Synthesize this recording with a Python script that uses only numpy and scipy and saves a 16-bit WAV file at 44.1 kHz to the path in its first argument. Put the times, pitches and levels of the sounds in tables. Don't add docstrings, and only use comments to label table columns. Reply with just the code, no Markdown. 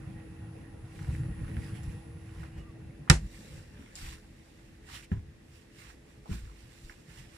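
import sys
import numpy as np
from scipy import signal
from scipy.fft import rfft, irfft, next_fast_len
from scipy.io import wavfile
from scipy.ndimage import uniform_filter1d, map_coordinates

SR = 44100
rng = np.random.default_rng(int(sys.argv[2]) if len(sys.argv) > 2 else 0)


def rack_gain(trim_db):
    fader = np.asarray(trim_db, float)
    return 10 ** (fader / 20)


def transcribe(signal):
    frames = np.atleast_2d(signal).T
    limited = np.clip(frames, -1, 1)
    pcm = np.round(limited * 32767).astype(np.int16)
    wavfile.write(sys.argv[1], SR, pcm)


N = 325017

LEFT_LAG_S = 24 / 44100
TOP_HZ = 15350
SHUT_S = 3.1
SETTLED_S, SETTLE_T60_S = 3.265, 0.09
SHADE_S, SHADE_LENGTH_S, SHADE_DB = 2.65, 0.23, -7.5
SIDEBANDS_DB, SIDEBANDS_SHUT_DB = -5, -7
STROKE_DROP_DB, STROKE_SHAPE = 22.5, 1.27
FIDGET_DB, FIDGET_SCRAPE_DB = -81.5, 7
CRUNCH_T60_S = 0.031

# time_s, gain_db
NEARNESS = [(0.0, 0), (0.9, -2.5), (1.15, 2.5), (1.75, 2.5), (1.97, -0.5), (2.25, -3.5), (2.5, -1.5),
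            (2.95, -3), (3.45, -3.5), (4.3, -7.5), (5.5, -9.5), (6.3, -9), (7.37, -7.5)]
# level_db, slope (dB per dB of nearness), change_when_shut_db
DEEP_LAW = (-52, 0.7, -1.2)
BOOM_LAW = (-47, 1.2, -3)
DUCT_LAW = (-56.5, 0.75, 0.32)
GRILLE_LAW = (-65, 1, 1)
BLADE_LAW = (-53, .6, -6)
WHINE_LAW = (-74.5, 1.2, -2.5)
# pitch_hz, likeness (1 same, -1 opposite)
HEATER_LIKENESS = [(60, 0.99), (130, 1), (290, 0.68), (640, -0.18), (1410, 0.49), (3100, -0.33),
                   (6820, 0.0), (15000, -0.11)]

# pitch_hz, level_db (per Hz)
DEEP_SPECTRUM = [(12, -46), (24, -17.5), (38, -2), (65, -0.5), (130, -10), (170, -29.5), (290, -120)]
BOOM_SPECTRUM = [(47, -33), (80, 0.5), (148, 1.5), (205, -7.5), (242, -18), (290, -15.5), (320, -20.5),
                 (420, -42.5), (700, -120)]
# middle_s, length_s, deep_db, boom_db
GRIP_JOLTS = [(0.159, 0.037, -63, -38.5), (0.322, 0.017, -52, -37.5), (0.633, 0.31, -64, -42.5),
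              (1.118, 0.11, -33.5, -37), (1.226, .08, -45, -33), (1.324, 0.1, -41, -42),
              (1.424, 0.075, -36, -35.5), (1.585, 0.093, -37, -31.5), (1.862, 0.15, -39, -42),
              (2.102, 0.039, -64, -47), (2.314, 0.096, -43, -44.5), (2.425, 0.086, -41.5, -46),
              (2.613, 0.057, -44, -42), (2.878, 0.084, -49, -47), (3.234, 0.078, -47, -44),
              (3.544, 0.09, -48.5, -47.5), (3.807, 0.046, -49, -63), (4.06, 0.16, -46, -59),
              (4.668, 0.045, -49, -61.5), (4.948, 0.099, -48.5, -56), (5.3, .1, -52.5, -60),
              (5.55, 0.21, -54.5, -60.5), (5.901, 0.22, -56, -60), (6.45, 0.1, -47, -60),
              (6.653, 0.042, -51, -51.5), (6.85, .07, -50, -62), (7.202, 0.079, -48, -50)]

# pitch_hz, level_db (per Hz)
DUCT_OPEN_SPECTRUM = [(120, -39), (200, -7), (258, -7), (323, -5.5), (349, -19), (376, -10), (493, -10.5),
                      (651, -17), (817, -14), (889, -25.5), (951, -21.5), (1210, -26), (1500, -23.5),
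                      (1950, -51), (3300, -120)]
DUCT_SHUT_SPECTRUM = [(120, -29.5), (200, 1.5), (332, -3.5), (383, -11), (427, -12), (758, -17.5),
                      (831, -13.5), (1060, -26.5), (1500, -25.5), (1950, -52), (3300, -120)]
GRILLE_SPECTRUM = [(650, -37.5), (1100, -2.5), (1200, -4), (1430, -10), (1590, 1), (1920, 5.5), (2310, -7),
                   (2700, 2.5), (3220, -28.5), (3630, -16.5), (4000, -26), (5200, -50.5), (8800, -120)]
# pitch_hz, level_db, width_hz
HUMS_OPEN = [(464, -71, 11), (574, -83, 6.1), (833, -75.5, 12), (953, -80, 10), (1410, -80.5, 22),
             (1885, -74.5, 12)]
HUMS_SHUT = [(423.6, -72, 11), (527, -85.5, 11), (582, -80, 10), (1850, -86, 20)]
# time_s, pitch_hz, standing_wave_db
BLADE_SPEED = [(0.0, 324, 0.5), (1.8, 326.8, -0.5), (3.0, 326.5, -0.5), (3.58, 327.3, 0),
               (3.68, 327.5, -6.5), (3.97, 328, -7), (4.05, 328, 4), (4.3, 328.5, -1), (4.95, 332.5, 3),
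               (5.4, 335, 0), (6.3, 337.3, -1), (7.2, 337.5, -0.5), (7.37, 334.5, 1)]
# pitch_hz, level_db
SWITCHING_LINES = [(9512, -97.5), (9555, -83), (9674, -83), (9717, -87.5), (9841, -78), (10002, -85),
                   (10040, -87), (10164, -90.5), (10287, -89.5), (10331, -89.5), (10450, -94.5),
                   (10494, -93)]

# pitch_hz, level_db (per Hz)
FABRIC_SPECTRUM = [(1650, -28), (2800, -0.5), (3030, -9), (3450, -7.5), (3740, -5.5), (5800, -6),
                   (6330, -10), (7740, -6), (8380, -8), (10900, -14), (14600, -19.5), (15400, -23.5),
                   (15700, -41.5)]
SCRAPE_SPECTRUM = [(410, -49), (700, -15.5), (730, -9.5), (963, -6.5), (1050, -5), (1270, -8), (1830, -2.5),
                   (2190, -3.5), (3440, -12), (3800, -17.5), (4940, -39), (8360, -120)]
# peak_s, rise_s, fall_s, level_db, scrape_db (over the level)
SLEEVE_STROKES = [(0.6, 0.13, .15, -77.5, 11), (0.98, 0.19, 0.74, -65, 5), (1.16, 0.35, 0.12, -62.5, 2),
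                  (1.47, 0.26, 0.57, -67.5, 7.5), (1.64, 0.21, 0.21, -62.5, 6), (1.76, 0.049, 0.13, -62, 9),
                  (1.835, .02, 0.42, -65, 4.5), (2.42, 0.38, 0.2, -66, 8), (2.585, .06, 0.096, -67.5, 9),
                  (3.2, .1, .3, -64.5, -24.5), (3.37, 0.25, 0.56, -58.5, -1), (3.57, 0.42, 0.16, -61, 2),
                  (3.8, 0.17, 0.44, -67, 9.5)]
# peak_s, rise_s, fall_s, level_db, scrape_db (over the level)
LEG_STROKES = [(3.963, 0.017, 0.22, -49.5, -3), (4.07, 0.16, 0.15, -50, 2), (4.14, 0.17, 0.035, -57, 2.5),
               (4.5, 0.98, 0.74, -69, 3), (4.885, 0.041, 0.17, -63, 7), (4.955, 0.11, 0.086, -49.5, 4.5),
               (5.045, .1, 0.027, -58.5, -9), (5.125, 0.028, 0.1, -67.5, 12), (5.57, 0.18, 0.18, -65, 1.5),
               (5.8, 0.097, 0.22, -58, -1), (5.895, 0.22, 0.08, -62, 7.5), (6.1, 0.12, 0.25, -70, 5),
               (6.335, 0.098, 0.18, -54, 2), (6.6, 0.37, 0.47, -67.5, 4.5), (6.89, 0.61, 0.3, -62, -4.5),
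               (7.1, 0.083, 0.15, -62, 4.5), (7.19, 0.11, 0.12, -57, 5.5), (7.37, 0.22, .2, -61.5, 3.5)]
# time_s, left_right_db
BODY_SIDE = [(0.0, -25.5), (1.0, -5.5), (2.2, -9), (3.1, -3), (4.2, -2.5), (4.6, -6.5), (7.37, -7)]

# pitch_hz, level_db
CABIN_DECAY = [(100, 0.89), (500, .15), (2000, 0.12), (10000, 0.037)]
CABIN_COLOUR = [(100, -20), (600, 3), (2000, -5.5), (6000, 0.5), (12000, 1.5), (16000, -18)]

# start_s, level_db, pitch_hz, width_octaves, left_right_db
TAPS = [(0.991, -42, 1670, 1.2, 1), (1.150, -41, 1890, 0.68, -2), (1.166, -51, 2200, 1.2, -5),
        (1.568, -39, 1823, 1.25, -6), (1.046, -44, 1610, 1.3, -2.5), (1.833, -44, 8000, 1.6, -6),
        (2.432, -41.5, 1160, 1.2, 0), (3.077, -42, 1103, 1.1, -1), (3.954, -38.5, 7530, 0.57, 12),
        (3.955, -50, 4946, 0.1, -12.5), (5.1173, -43.5, 1743, .22, -4.5), (5.118, -46, 871, 0.76, -3.5),
        (5.124, -52, 6930, 1.5, -9), (6.258, -47.5, 882, 0.74, -2), (6.897, -39.5, 1793, 0.6, -5)]
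# start_s, level_db, pitch_hz, width_octaves, left_right_db
MORE_TAPS = [(1.0206, -48, 1129, 1, -5), (1.0984, -50, 1680, 1, -4), (1.1293, -51, 1950, .7, -4.5),
             (1.1982, -52, 1930, 1.1, -5), (1.2341, -48, 1890, 1.1, -5), (1.3917, -51, 1950, 1, -1.5),
             (1.446, -46, 1300, 1.1, -7.5), (1.48, -45, 1490, 1.2, -3), (1.515, -47, 1600, 1, -6),
             (1.545, -54, 2800, 0.68, -5), (1.645, -51.5, 3500, 0.67, -5), (1.6816, -51.5, 1900, .8, -5),
             (1.765, -52, 2900, .7, -5), (2.385, -50, 1900, 1.2, -3), (2.438, -47, 1900, 1.1, -3),
             (5.118, -51.5, 2690, 0.48, -9), (5.129, -60.5, 2400, 1, -4), (5.143, -54, 1800, 0.87, -1),
             (5.121, -48, 1200, .9, -3.5), (5.128, -52, 901, .9, -3), (5.151, -55, 1100, 1.1, -3),
             (5.172, -56, 1400, .9, -3), (6.901, -50, 1100, .7, -4.5), (6.912, -49, 1700, 1.1, -5),
             (6.923, -52, 2060, 0.67, -5), (6.94, -55, 1800, 1.14, -5), (6.475, -55, 1200, .8, -3),
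             (6.497, -55.5, 1150, .4, -3)]
# middle_s, length_s, level_db, pitch_hz, width_hz
HINGE_RUBS = [(3.087, 0.011, -53, 1900, 1500), (5.04, 0.042, -56.5, 2440, 1200),
              (6.325, 0.048, -52, 1550, 2400), (4.955, 0.062, -52, 3100, 2000),
              (4.06, 0.037, -53, 2500, 1300), (1.655, .05, -63.5, 4900, 350), (1.57, 0.064, -41.5, 185, 60),
              (1.44, .04, -45.5, 204, 60), (1.93, .08, -58.5, 473, 60), (3.078, .014, -56, 1000, 250),
              (3.5, .3, -60, 480, 150)]
# middle_s, length_s, level_db, pitch_hz, glide_hz_per_s
SQUEAKS = [
    (2.575, .12, -68.5, 2880, 100),
    (2.65, .14, -65.5, 1185, -100),
    (2.32, .14, -78, 3620, 0),
]

# start_s, level_db, hardness_db (per octave), tuning, push_direction
THUDS = [(2.578, -46, -14, 1.18, -0.96), (4.031, -37, -3.5, 0.68, -1.15), (5.121, -52, 14, 1.0, 0.9),
         (5.2, -45, 2.5, 1.0, .9), (6.297, -56, 15, 0.9, 0.64), (6.326, -55.5, 15.5, 0.89, 1.1),
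         (6.365, -56, 13, .9, .9), (6.845, -44.5, -9.5, 0.61, -0.99)]
# pitch_hz, level_db, die_away_s (60 dB)
FLOOR_MODES = [(49.5, -4, 0.41), (76.94, 1, 0.24), (104.5, -3, 0.28), (141, -1.5, 0.088),
               (182.4, 1.5, 0.069), (261, -23, 0.25), (387.6, -31, 0.2)]
# pitch_hz, level_db, die_away_s (60 dB)
BOARD_MODES = [(36.7, -26.0, 0.181), (52.8, -14.2, 0.18), (70.1, -4.5, 0.278), (102.2, 11.4, 0.075),
               (167.5, -9.4, 0.135), (184.6, -9.0, 0.115), (200.0, -34.0, 0.27), (355.0, -32.1, 0.036)]
# start_s, level_db, hardness_db (per octave), push_direction
KNEE_BLOWS = [
    (5.1163, -31.1, 14.0, -1),
    (5.1165, -23.5, -11.0, 1),
    (5.1321, -30.8, -0.8, 1),
    (5.1688, -29.0, -10.9, 1),
]
# pitch_hz, level_db, die_away_s (60 dB)
JOIST_MODES = [(35.5, -4.8, 0.092), (52.4, -3.9, 0.63), (74.0, 9.4, 0.088), (96.6, 3.4, 0.097),
               (127.8, -1.4, 0.091), (160.8, 9.9, 0.046), (239.8, -23.5, 0.132), (399.9, -35.0, 0.036)]
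# start_s, level_db, hardness_db (per octave), push_direction
FOOT_BLOWS = [
    (6.2924, -49.5, 22.0, 1),
    (6.3135, -23.4, 0.2, 1),
    (6.3228, -35.7, 6.5, 1),
    (6.353, -33.4, 1.7, -1),
    (6.4202, -43.2, -18.0, 1),
    (6.453, -47.2, -13.8, 1),
]

# start_s, snap_db, frame_db
SLAM = [
    (3.0986, -4, -8),
    (3.1126, -24.5, 0),
]
# pitch_hz, level_db (per Hz)
CATCH_SPECTRUM = [(450, -45), (800, -18), (1250, -12.5), (2000, -6), (2900, -5.5), (3700, -5), (5300, -5),
                  (6300, -6), (8000, -3.5), (11100, -13.5), (14000, -35.5), (16300, -56)]
# pitch_hz, level_db, die_away_s (60 dB), left_right_db
PLATE_MODES = [(1007, -17, .04, -5), (1220, -10.5, 0.036, -6.5), (1400, -8.5, 0.054, -5),
               (1660, -11, .03, 3.5), (1835, -7.5, 0.031, -8.5), (2003, -9, 0.039, 5),
               (2200, -16.5, 0.044, -5), (2580, -14.5, 0.044, -6), (2900, -14, 0.035, -5),
               (3210, -17, 0.035, -7), (3854, -15.5, .03, 2), (4250, -17, .03, -7.5), (5130, -16, .045, -8),
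               (5385, -14, 0.039, -9)]
# pitch_hz, level_db (per Hz)
RATTLE_SPECTRUM = [(240, -35.5), (400, -7), (720, -6), (930, -8.5), (1850, -6), (3230, -13), (7600, -12),
                   (11100, -21), (13000, -35.5), (15000, -68.5)]
# pitch_hz, level_db, die_away_s (60 dB)
FRAME_MODES = [(160.3, -32.5, 0.38), (242, -33, 0.24), (348, -28, 0.078), (490, -36, 0.073),
               (525, -36, .09), (810, -34.5, 0.054), (945, -38.5, .12)]
# pitch_hz, level_db, die_away_s (60 dB)
PANEL_MODES = [(44.9, -22, 1.4), (63, -4.2, .37), (78, 5.2, .084), (94.7, 3, .075), (131.3, 10, .045),
               (155.3, -14, .136), (164, -30, .22), (219, -33, .1), (262, -26.5, .07), (342.5, -37, .1),
               (500, -39.5, .06), (805, -47, .045), (905, -54, .04)]
# start_s, level_db, hardness_db (per octave), push_direction
PANEL_BLOWS = [
    (3.0998, -13.3, 12, 1),
    (3.1134, -16.7, 4.2, 1),
    (3.1289, -19, -12, -1),
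    (3.2113, -33.7, -18, -1),
]

# pitch_hz, level_db (per Hz)
HISS_SPECTRUM = [(290, -36.5), (500, 8), (586, -12.5), (648, -3), (840, -10.5), (1070, -12), (1910, -8),
                 (4290, -13), (9900, -19), (14600, -29.5), (15700, -32)]


def unit(x):
    return x / np.sqrt(np.mean(x ** 2) + 1e-20)


def along(points, hz):
    f, v = np.transpose(points)
    return np.interp(np.log(hz + 1), np.log(f + 1), v)


def curves(rows):
    s, *cols = np.transpose(rows)
    return [np.interp(np.arange(N) / SR, s, c) for c in cols]


def wobble(rate):
    return map_coordinates(rng.standard_normal(int(N * rate / SR) + 4), [np.arange(N) * rate / SR])


def filtered(x, response):
    m = next_fast_len(x.shape[-1] + 8192)
    return irfft(rfft(x, m) * response(np.fft.rfftfreq(m, 1 / SR)), m)[..., :x.shape[-1]]


def rush(spectrum, alike, patchy_db):
    z = signal.stft(rng.standard_normal((2, N + 512)), nperseg=512)[2]
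    field = uniform_filter1d(rng.standard_normal(z.shape[1:]), size=5, axis=0)
    field = uniform_filter1d(field, size=8, axis=1)
    pair = signal.istft(z * rack_gain(patchy_db * unit(field)), nperseg=512)[1][:, :N]

    def mid_side(hz):
        turn = np.arccos(np.clip(along(alike, hz), -1, 1)) / 2
        return rack_gain(along(spectrum, hz)) * (hz < TOP_HZ) * [np.cos(turn), np.sin(turn)]

    mid, side = filtered(pair, mid_side)
    return unit(np.array([mid + side, mid - side]))


def narrow(lines):
    def peaks(hz):
        return sum(rack_gain(db) * np.sqrt(SR / w) / (1 + ((hz - c) / w * 2) ** 2) for c, db, w in lines)

    noise = rng.standard_normal(N) + 0.55 * rng.standard_normal((2, N))
    return 0.66 * filtered(noise, peaks)


def burst(spectrum, t, apart):
    noise = rng.standard_normal(len(t)) + apart * rng.standard_normal((2, len(t)))
    return unit(filtered(noise, lambda hz: rack_gain(along(spectrum, hz))))


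def dense(blow, spectrum):
    m = next_fast_len(blow.shape[-1] + 8192)
    lumps = np.sqrt(uniform_filter1d(np.abs(rfft(blow, m)) ** 2, size=300, axis=1) + 1e-12)
    even = filtered(blow, lambda hz: rack_gain(along(spectrum, hz)) / lumps)
    return even * np.linalg.norm(blow, axis=1, keepdims=True) / np.linalg.norm(even, axis=1, keepdims=True)


def spaced(pair):
    ears = np.array([[-1], [1]])
    return filtered(pair, lambda hz: np.exp(1j * np.pi * hz * LEFT_LAG_S * ears * (hz > 500)))


def wide(x, db):
    side = filtered(x, lambda hz: 1j * (hz / 400) ** 2 / (1 + (hz / 400) ** 2))
    return x + rack_gain(db) * side * [[1], [-1]]


def cabin(x, wet_db):
    hz, t, z = signal.stft(rng.standard_normal((2, SR // 2)), SR, nperseg=256)
    level_db = along(CABIN_COLOUR, hz)[:, None] - 60 * t / along(CABIN_DECAY, hz)[:, None]
    tail = signal.istft(z * rack_gain(level_db), SR, nperseg=256)[1]
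    return rack_gain(wet_db) * signal.fftconvolve(x, tail / np.linalg.norm(tail[0]), axes=1)[:, :N]


def ring(modes, t, attack):
    tones = sum(rack_gain(db - 60 * t / t60) * np.sin(2 * np.pi * hz * t) for hz, db, t60 in modes)
    return (1 - np.exp(-t / attack)) * tones


def harder(modes, hard_db):
    return [(hz, level + hard_db * np.log2(hz / 76), t60) for hz, level, t60 in modes]


def add(track, s, sound):
    track[..., round(s * SR):round(s * SR) + sound.shape[-1]] += sound


def blows(modes, rows, attack):
    out, t = np.zeros(N + SR), np.arange(SR // 2) / SR
    for s, db, hard_db, way in rows:
        add(out, s, way * rack_gain(db) * ring(harder(modes, hard_db), t, attack))
    return out[:N]


def follow(law):
    level_db, slope, shut_db = law
    shut = np.clip((np.arange(N) / SR - SHUT_S) / 0.17 + 1, 0, 1)
    return level_db + slope * curves(NEARNESS)[0] + shut_db * shut


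def rumble():
    s, length, deep_db, boom_db = np.transpose(GRIP_JOLTS)
    steps = np.arange(0, N, 32)
    shape = np.exp(-5.5 * ((steps[:, None] / SR - s) / length) ** 2)

    def power(law, jolt_db):
        return rack_gain(2 * follow(law)) + np.interp(np.arange(N), steps, shape @ rack_gain(2 * jolt_db))

    lumps = wobble(22)
    deep = unit(rack_gain(0.78 * lumps) * rush(DEEP_SPECTRUM, HEATER_LIKENESS, patchy_db=-0.4))
    boom = unit(rack_gain(2.5 * lumps) * rush(BOOM_SPECTRUM, HEATER_LIKENESS, patchy_db=3.0))
    return np.sqrt(power(DEEP_LAW, deep_db)) * deep + np.sqrt(power(BOOM_LAW, boom_db)) * boom


def blower():
    t = np.arange(N) / SR
    shut = np.clip((t - SHUT_S) / 0.5 + 1, 0, 1)
    shade_db = SHADE_DB * np.exp(-((t - SHADE_S) / SHADE_LENGTH_S) ** 2)

    opened = rush(DUCT_OPEN_SPECTRUM, HEATER_LIKENESS, patchy_db=3.0)
    opened = opened + rack_gain(59.5 + shade_db) * narrow(HUMS_OPEN)
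    closed = rack_gain(0.8) * rush(DUCT_SHUT_SPECTRUM, HEATER_LIKENESS, patchy_db=2.4)
    closed = closed + rack_gain(63.5) * narrow(HUMS_SHUT)
    duct = rack_gain(follow(DUCT_LAW)) * (np.sqrt(1 - shut) * opened + np.sqrt(shut) * closed)
    grille = rack_gain(follow(GRILLE_LAW)) * rush(GRILLE_SPECTRUM, HEATER_LIKENESS, patchy_db=2.0)

    blade_hz, standing_db = curves(BLADE_SPEED)
    blade_level = rack_gain(follow(BLADE_LAW) + standing_db + 0.73 * wobble(6.6))
    blade_turns = np.cumsum(blade_hz + 1.0 * wobble(13)) / SR
    blade = blade_level * np.sin(2 * np.pi * blade_turns) * rack_gain([[0.3], [-0.3]])

    def line(hz, db):
        return rack_gain(db + 5 * wobble(1.6)) * np.sin(2 * np.pi * hz * t + 0.79 * wobble(25))

    def one_ear():
        sidebands = sum(line(hz, db) for hz, db in SWITCHING_LINES if abs(hz - 10002) > 20)
        return line(10002, 0.1) + rack_gain(SIDEBANDS_DB + 81.5 + SIDEBANDS_SHUT_DB * shut) * sidebands

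    whine = np.array([one_ear(), one_ear()]) * rack_gain([[-1.5], [1.5]])
    return duct + grille + blade + rack_gain(follow(WHINE_LAW) + shade_db) * whine


def clothes():
    s, rise, fall, peak_db, scrape_db = np.transpose(SLEEVE_STROKES + LEG_STROKES)
    steps = np.arange(0, N, 32)
    late = steps[:, None] / SR - s
    shape = rack_gain(-2 * STROKE_DROP_DB * np.abs(late / np.where(late < 0, rise, fall)) ** STROKE_SHAPE)

    def strokes(db, rest_db):
        return np.sqrt(np.interp(np.arange(N), steps, shape @ rack_gain(2 * db)) + rack_gain(2 * rest_db))

    def slips(count, db):
        jumps = rack_gain(db * np.minimum(rng.exponential(size=N // count + 1), 3.1))
        return unit(uniform_filter1d(jumps.repeat(count)[:N], size=count))

    lumps = rack_gain(0.54 * wobble(40))
    fine = unit(0.8 + 0.25 * slips(count=50, db=6.0)) * rush(FABRIC_SPECTRUM, [(3000, 0.24)], patchy_db=1.5)
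    fine = strokes(peak_db, FIDGET_DB) * fine
    coarse = unit(0.43 + 0.64 * slips(count=200, db=4.0)) * rush(SCRAPE_SPECTRUM, [(1000, 0.5)], patchy_db=2.5)
    coarse = strokes(peak_db + scrape_db - 3.5, FIDGET_DB + FIDGET_SCRAPE_DB) * coarse
    rustle = lumps * (fine + coarse)
    rustle = np.where(np.arange(N) < SHUT_S * SR, rustle, spaced(rustle))
    return rustle * rack_gain(np.outer([0.5, -0.5], curves(BODY_SIDE)[0]))


def ticks():
    out, t = np.zeros((2, N + SR)), np.arange(SR // 5) / SR
    for s, db, centre_hz, octaves, pan_db in TAPS + MORE_TAPS:
        band = lambda hz: 1 / (1 + (np.log2((hz + 1) / centre_hz) / octaves) ** 2 * 2.3) ** 2
        contact = filtered(1. * (np.arange(len(t)) == 40), band)
        crunch = unit(filtered(rng.standard_normal(len(t)), band))
        crunch = rack_gain(-60 * t / CRUNCH_T60_S) * (1 - np.exp(-t / 0.0006)) * crunch
        level = rack_gain(db + np.array([[pan_db / 2], [-pan_db / 2]]))
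        add(out, s, level * (1.7 * contact / contact.max() + 0.22 * crunch))
    out = spaced(out[:, :N])
    return out + cabin(out, wet_db=-5.0)


def hinge():
    t = np.arange(N) / SR
    return sum(np.exp(-((t - s) / length) ** 2 * 4) * narrow([(hz, db, w)])
               for s, length, db, hz, w in HINGE_RUBS)


def squeaks():
    out, t = np.zeros(N), np.arange(N) / SR
    for s, length, db, hz, glide in SQUEAKS:
        swell = rack_gain(db + 3.0 * wobble(35.3)) * np.exp(-((t - s) / length * 2) ** 4)
        pitch_hz = hz + glide * (t - s) + 22 * wobble(44.7)
        out += swell * np.sin(2 * np.pi * np.cumsum(pitch_hz) / SR)
    return out * rack_gain([[-1.5], [1.5]])


def thuds():
    out, t = np.zeros(N + SR), np.arange(SR // 2) / SR
    for s, db, hard_db, tuning, way in THUDS:
        modes = [(hz * tuning, level, t60) for (hz, _, t60), (_, level, _)
                 in zip(FLOOR_MODES, harder(FLOOR_MODES, hard_db))]
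        add(out, s, way * rack_gain(db) * ring(modes, t, attack=0.0028))
    knee = blows(BOARD_MODES, KNEE_BLOWS, attack=0.00326)
    foot = blows(JOIST_MODES, FOOT_BLOWS, attack=0.012)
    out = out[:N] + knee + foot
    return wide(out, db=5.5) + cabin(out[None], wet_db=-22.5)


def ringing_plate(t):
    out = np.zeros((2, len(t)))
    for hz, db, t60, pan_db in PLATE_MODES:
        pair = [ring([(hz * detune, db, t60)], t, attack=0.0012) for detune in rng.normal(1, 0.0089, size=2)]
        out += rack_gain([[pan_db / 2], [-pan_db / 2]]) * np.array(pair)
    return out


def flap():
    snap, panel, t = np.zeros((2, N + SR)), np.zeros(N + SR), np.arange(SR // 2) / SR
    for s, snap_db, frame_db in SLAM:
        fade = rack_gain(0 - 60 * t / 0.009) + rack_gain(-9 - 60 * t / 0.031)
        crack = fade * rack_gain([[-3], [1.5]]) * burst(CATCH_SPECTRUM, t, apart=1.6)
        rise = np.sin(np.pi / 2 * np.minimum(t / 0.00076, 1)) ** 2
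        plate = ringing_plate(t)
        rattle = rack_gain(-22.0 - 60 * t / 0.27) / (1 + (t / 0.085) ** 4) * burst(RATTLE_SPECTRUM, t, apart=2.5)
        blow = rack_gain(-1.1) * dense(rise * crack, CATCH_SPECTRUM) + rack_gain(1.5) * spaced(plate) + rise * rattle
        add(snap, s, rack_gain(snap_db) * np.minimum(t / 0.0002, 1) * blow)
        add(panel, s + 0.0022, rack_gain(frame_db) * ring(FRAME_MODES, t, attack=0.0049))
    held_s = np.maximum(np.arange(N) / SR - SETTLED_S, 0)
    held = rack_gain(np.maximum(-60 * held_s / SETTLE_T60_S, -14))
    panel = held * (panel[:N] + blows(PANEL_MODES, PANEL_BLOWS, attack=0.0086))
    snap = filtered(snap[:, :N], lambda hz: 1 / (1 + (hz / 12500) ** 9))
    return snap + cabin(snap, wet_db=-20) + wide(panel, db=2.5)


def scene():
    return rumble() + blower() + clothes() + ticks() + hinge() + squeaks() + thuds() + flap()


def low_pass(x):
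    return signal.sosfilt(signal.butter(12, 16450, fs=SR, output="sos"), x)


def record(dry):
    x = dry + rack_gain(-67.0) * rush(HISS_SPECTRUM, [(1000, 0.038)], patchy_db=0.5)
    x = x / (1 + np.abs(x / 0.88) ** 6) ** (1 / 6)
    x = filtered(x, lambda hz: (hz < 16400) / (1 + (hz / 15600) ** 30) * 1j * hz / (22 + 1j * hz))
    return low_pass(x)


dry = scene()
out = record(dry)
transcribe(out)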